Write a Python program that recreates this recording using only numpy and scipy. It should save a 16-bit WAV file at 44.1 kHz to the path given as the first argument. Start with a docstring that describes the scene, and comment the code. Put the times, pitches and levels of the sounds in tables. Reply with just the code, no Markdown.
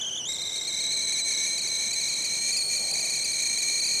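"""A kettle whistling in a small van by the sea

The kettle's steam jet flutters in pitch and jumps to a higher note, where a second, lower tone joins in.
The two mix into a shrill cluster of extra tones, at the sums and differences of their pitches.
Steam hisses along, the van's close walls echo it all, and sea and burner make a faint low rush."""
import sys
import numpy as np
from scipy import signal
from scipy.fft import rfft, irfft
from scipy.io import wavfile

SR = 44100
rng = np.random.default_rng(int(sys.argv[2]) if len(sys.argv) > 2 else 0)


def unload_audio(sound):
    """Save the sound as a 16-bit wav file, at the path given as the first command line argument."""
    columns = np.transpose(np.atleast_2d(sound))
    # keep every value between -1 and 1, then stretch to whole-number steps
    steps = np.round(np.clip(columns, -1, 1) * 32767)
    wavfile.write(sys.argv[1], SR, steps.astype(np.int16))


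N = 176400  # 4 seconds

# The low rush of sea and burner. Each row: frequency in Hz, relative level in dB.
RUSH_SPECTRUM = [(30, -5), (44, -7), (80, -2.5), (100, -3), (146, -3.5), (200, -1), (275, -4), (373, -.5),
                 (440, -2), (536, -1.5), (728, -4), (1230, -11), (2000, -14), (6000, -31), (15000, -32)]
# How alike the rush is in both ears. Each row: frequency in Hz, likeness (1 is identical).
RUSH_LIKENESS = [(60, .99), (170, .98), (350, .9), (700, .87), (1200, .96), (1700, .999)]
# Which way the rush leans. Each row: frequency in Hz, left minus right in dB.
RUSH_LEAN = [(150, 0.43), (350, -1.6), (700, -2.7), (1400, 0)]
# Faint low hums. Each row: frequency in Hz, width in Hz, level in dB.
HUMS = [(151, 5, -63), (207, 9, -66)]
# The colour of the steam hiss. Each row: frequency in Hz, relative level in dB.
HISS_SPECTRUM = [(900, -35), (1600, -16.5), (1900, -14.5), (2300, 1.5), (2700, -9), (3150, -4.5),
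                 (3450, -11), (4200, -1), (5100, -2), (5900, 6.5), (6900, 0.5), (7900, 4), (8800, -13.5),
                 (9400, -33), (10500, -7.5), (12000, -12), (15500, -26)]
# How loud the hiss is. Each row: time in seconds, base level in dB.
HISS_LEVEL = [(0, -43), (.25, -49), (.32, -39.5), (1, -41), (2.3, -37.5), (2.5, -38.5), (4, -39)]
# How far the jet flutters. Each row: time in seconds, typical pitch swing in Hz.
FLUTTER_DEPTH = [(0, 115), (.25, 110), (.28, 45), (.35, 165), (.7, 140), (1.1, 105), (1.5, 110), (2, 125),
                 (2.5, 150), (2.65, 80), (3, 160), (3.5, 150), (3.75, 115), (4, 145)]
# Spurts (up) and falters (down) of the steam. Each row: time in seconds, push on the pitch in Hz.
SPURTS = [(0.017, 392), (0.107, -266), (0.162, 362.5), (0.179, 426), (0.225, -290), (0.258, 384),
          (0.338, 352.5), (0.375, -356), (0.422, 313), (0.506, -376), (0.561, 406), (0.608, -298),
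          (0.645, -341), (0.679, 444), (0.718, -275), (0.761, -296), (0.807, 313), (0.926, 317),
          (1.022, 327), (1.13, 348), (1.19, 344), (1.322, 334), (1.471, 316), (1.586, 503), (1.619, 431),
          (1.678, 500), (1.935, 507.5), (2.013, 386.5), (2.089, 471), (2.251, 385), (2.527, 320.5),
          (2.572, 514.5), (2.764, 325.5), (2.914, 400.5), (2.937, 322.5), (2.986, 333), (3.007, 495),
          (3.053, 348), (3.104, 344), (3.16, 414), (3.245, 545.5), (3.321, 347.5), (3.588, 332),
          (3.805, 338), (3.845, 336), (3.869, 451)]
# The main note. Each row: time in seconds, pitch in Hz.
MAIN_PITCH = [(0, 3090), (.18, 3120), (.266, 2960), (.277, 3740), (.55, 3860), (1, 4030), (1.5, 4045),
              (2, 4105), (2.48, 4205), (2.6, 4350), (2.68, 4335), (2.9, 4235), (3.6, 4205), (4, 4300)]
# The main note and its overtones at 2 and 3 times the pitch. Each row: time in seconds, base level in dB.
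MAIN_LEVEL = [(0, -32), (.17, -34), (.23, -37), (.3, -33.5), (.45, -33), (.75, -31.5), (.9, -29),
              (1.3, -31.5), (1.6, -32), (2.3, -32), (2.5, -32.5), (2.57, -27), (2.66, -30.5), (3.1, -32),
              (3.5, -31.5), (4, -29.5)]
OCTAVE_LEVEL = [(0, -36.5), (.26, -36.5), (.3, -35), (.37, -39.5), (.8, -36.5), (1.35, -36.5),
                (1.55, -38.5), (2.3, -39), (2.62, -35), (3, -37.5), (3.5, -36.5), (4, -37.5)]
THIRD_LEVEL = [(0, -57.5), (.26, -55.5), (.3, -54), (.36, -63), (2.4, -68), (2.65, -55), (2.9, -62),
               (4, -60)]
# The lower tone coming and going. Each row: time in seconds, relative strength in dB.
LOWER_STRENGTH = [(0, -28), (.265, -37), (.285, -7), (.33, -9.5), (.37, -11.5), (.7, -6.5), (1.1, -2),
                  (1.46, -1), (1.6, -5.5), (1.87, -1.5), (2.28, -3.5), (2.5, 0.5), (2.62, -6), (2.635, -11),
                  (2.68, -13), (2.71, -0.5), (2.83, -6), (3, -1.5), (3.25, -3), (3.45, 0), (4, -2.5)]
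# The lower tone and its mixes. Each row: multiple of the main pitch, multiple of the lower pitch to add.
MIXES = [(0, 1), (1, 1), (1, -1), (2, -1), (2, 1), (2, -2), (0, 2), (3, -2), (1, 2), (3, -1), (3, -3),
         (3, 1)]
# Each entry: base level in dB of the matching row above.
MIX_LEVELS = [-37, -30.5, -51.5, -39, -47.5, -53, -51, -45.5, -68.5, -54, -77, -67]

SHIMMER_RATE_HZ = 140  # speed of the flicker in loudness
TIME, FREQS = np.arange(N) / SR, np.fft.rfftfreq(N, 1 / SR)


def amp(db):
    """Turn decibels into a gain."""
    return 10 ** (np.asarray(db) / 20)


def over_time(points):
    """Join a table's points into a curve over time."""
    return np.interp(TIME, *np.transpose(points))


def over_frequency(points):
    """Join a table's points into a curve over log frequency."""
    hz, value = np.transpose(points)
    return np.interp(np.log(FREQS + 1), np.log(hz + 1), value)


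def noise(spectrum):
    """Noise of typical size 1 with the given spectrum."""
    x = irfft(rfft(rng.standard_normal(N)) * spectrum, N)
    return x / (x.std() + 1e-20)


def wobble(rate_hz):
    """Random motion up to about this rate."""
    return noise(1 / np.sqrt(1 + (FREQS / rate_hz) ** 4))


def band(hz, width_hz):
    """Noise in one narrow band."""
    return noise(np.exp(-.5 * ((FREQS - hz) / width_hz) ** 2))


def sea_and_burner(low_cut_hz=40, wave_at_s=2.936, wave_width_s=.15):
    """A steady low rush in stereo, with faint hums and one distant wave swelling."""
    spectrum = amp(over_frequency(RUSH_SPECTRUM)) * FREQS ** 4 / (FREQS ** 4 + low_cut_hz ** 4)
    likeness = over_frequency(RUSH_LIKENESS)
    shared = rfft(noise(spectrum)) * np.sqrt((1 + likeness) / 2)
    side = rfft(noise(spectrum)) * np.sqrt((1 - likeness) / 2)
    lean = amp(over_frequency(RUSH_LEAN) / 2)
    rush = irfft(np.array([(shared + side) * lean, (shared - side) / lean]), N)
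    wave = band(hz=618, width_hz=190) * np.exp(-.5 * ((TIME - wave_at_s) / wave_width_s) ** 2)
    hums = sum(amp(db) * band(hz, width) for hz, width, db in HUMS)
    return amp(-49.5) * (rush + wave) + hums


def van_walls(sound, echo_db=-15, fade_s=.1):
    """Close walls add a short patter of echoes."""
    t = TIME[:SR // 5]
    echoes = rng.standard_normal(len(t)) * (rng.random(len(t)) < .05)
    echoes *= (t > .002) * amp(-60 * t / fade_s)
    return sound + amp(echo_db) * signal.fftconvolve(sound, echoes / np.linalg.norm(echoes))[:N]


def steam_hiss(lower_db):
    """Steam hisses, thinning whenever the lower tone stalls, and the spout rings faintly."""
    level_db = over_time(HISS_LEVEL) + .4 * np.maximum(lower_db, -17.5)
    hiss = noise(amp(over_frequency(HISS_SPECTRUM))) * amp(level_db)
    spout_ring = amp(-59.5) * band(hz=3190, width_hz=80)
    return hiss + spout_ring


def jet_flutter(rate_hz=45, spread_octaves=.42):
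    """The jet's flutter in Hz: quick rises, sharp crests and slower falls."""
    spectrum = np.exp(-.5 * (np.log2((FREQS + 1) / rate_hz) / spread_octaves) ** 2)
    flutter = signal.hilbert(noise(spectrum))  # gives each cycle's size and angle
    size, angle = 2 * np.tanh(abs(flutter) / 2), np.angle(flutter)
    crests = np.cos(angle) + .16 * np.cos(2 * angle) - .17 * np.sin(2 * angle)
    return over_time(FLUTTER_DEPTH) * size * crests


def steam_jet(wander_hz=32, jitter_hz=36, lull_hz=-150, rise_s=.004, fall_s=.0075):
    """The unsteady jet: returns its pitch swing in Hz and a lift of about 1 dB at each spurt."""
    swing = jet_flutter() + wander_hz * wobble(rate_hz=22)
    lift_db = np.zeros(N)
    for at_s, push_hz in SPURTS:
        since, is_spurt = TIME - at_s, push_hz > 0
        lull = np.exp(-((since + .01) / .005) ** 2) * is_spurt  # the pitch dips just before a spurt
        swing += lull * (lull_hz - swing)
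        rising = (since < 0) == is_spurt
        bump = np.exp(-(since / np.where(rising, rise_s, fall_s)) ** 2)
        swing += bump * (push_hz - swing)
        lift_db += bump * is_spurt
    return swing + jitter_hz * wobble(rate_hz=280), lift_db


def tone(phase, db, rough, rough_hz=380):
    """One tone, roughened by the swirling steam."""
    pure = np.exp(1j * (phase + 2 * np.pi * rng.random()))
    swirl = (wobble(rough_hz) + 1j * wobble(rough_hz)) / np.sqrt(2)
    return np.sqrt(2) * amp(db) * (pure * (1 + rough * swirl)).real


def whistle(lower_db, main_boil_hz=4220, lower_boil_hz=2328, drift_hz=14.18):
    """Two tones ride the same steam jet and mix into sums and differences."""
    swing, lift_db = steam_jet()
    main_hz = over_time(MAIN_PITCH) + swing
    lower_hz = lower_boil_hz + .45 * (main_hz - main_boil_hz) + drift_hz * wobble(rate_hz=90.6)
    main_phase, lower_phase = 2 * np.pi * np.cumsum([main_hz, lower_hz], axis=1) / SR
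    # For the first 1.3 seconds, the whistle weakens when its pitch swings down.
    sag_db = -15 * np.clip(-swing / 260, 0, 1) ** 2 * np.clip(1 - TIME / 1.3, 0, 1)
    main_db = over_time(MAIN_LEVEL) + sag_db + lift_db + 1.74 * wobble(SHIMMER_RATE_HZ)
    sound = tone(main_phase, main_db, rough=.1)
    octave_db = over_time(OCTAVE_LEVEL) + sag_db / 2 + 1.77 * wobble(SHIMMER_RATE_HZ)
    sound += tone(2 * main_phase, octave_db, rough=.22)
    sound += tone(3 * main_phase, over_time(THIRD_LEVEL) + lift_db, rough=.22)
    # A faint tone an octave below fades out just before the jump.
    fade = np.sqrt(np.clip(1 - TIME / .22, 0, 1))
    sound += tone(main_phase / 2, -55 + sag_db, rough=.17) * fade
    for (m, n), base_db in zip(MIXES, MIX_LEVELS):
        mix_db = base_db + sag_db + np.sqrt(abs(n)) * lower_db
        sound += tone(m * main_phase + n * lower_phase, mix_db, rough=.17 * (m + abs(n)) / 2)
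    return sound


def scene():
    """The kettle in the centre, with sea and burner around it."""
    lower_db = over_time(LOWER_STRENGTH) + 1.71 * wobble(SHIMMER_RATE_HZ)
    lower_db -= 9 * np.maximum(wobble(rate_hz=40) - .5, 0)  # the lower tone stalls now and then
    kettle = whistle(lower_db) + steam_hiss(lower_db)
    return van_walls(kettle) + sea_and_burner()


def record(dry):
    """Cut the very highest treble, above 15720 Hz."""
    low_pass = signal.firwin(511, 15720, window=("kaiser", 9), fs=SR)
    return signal.oaconvolve(dry, low_pass[None], "same")


dry = scene()
out = record(dry)
unload_audio(out)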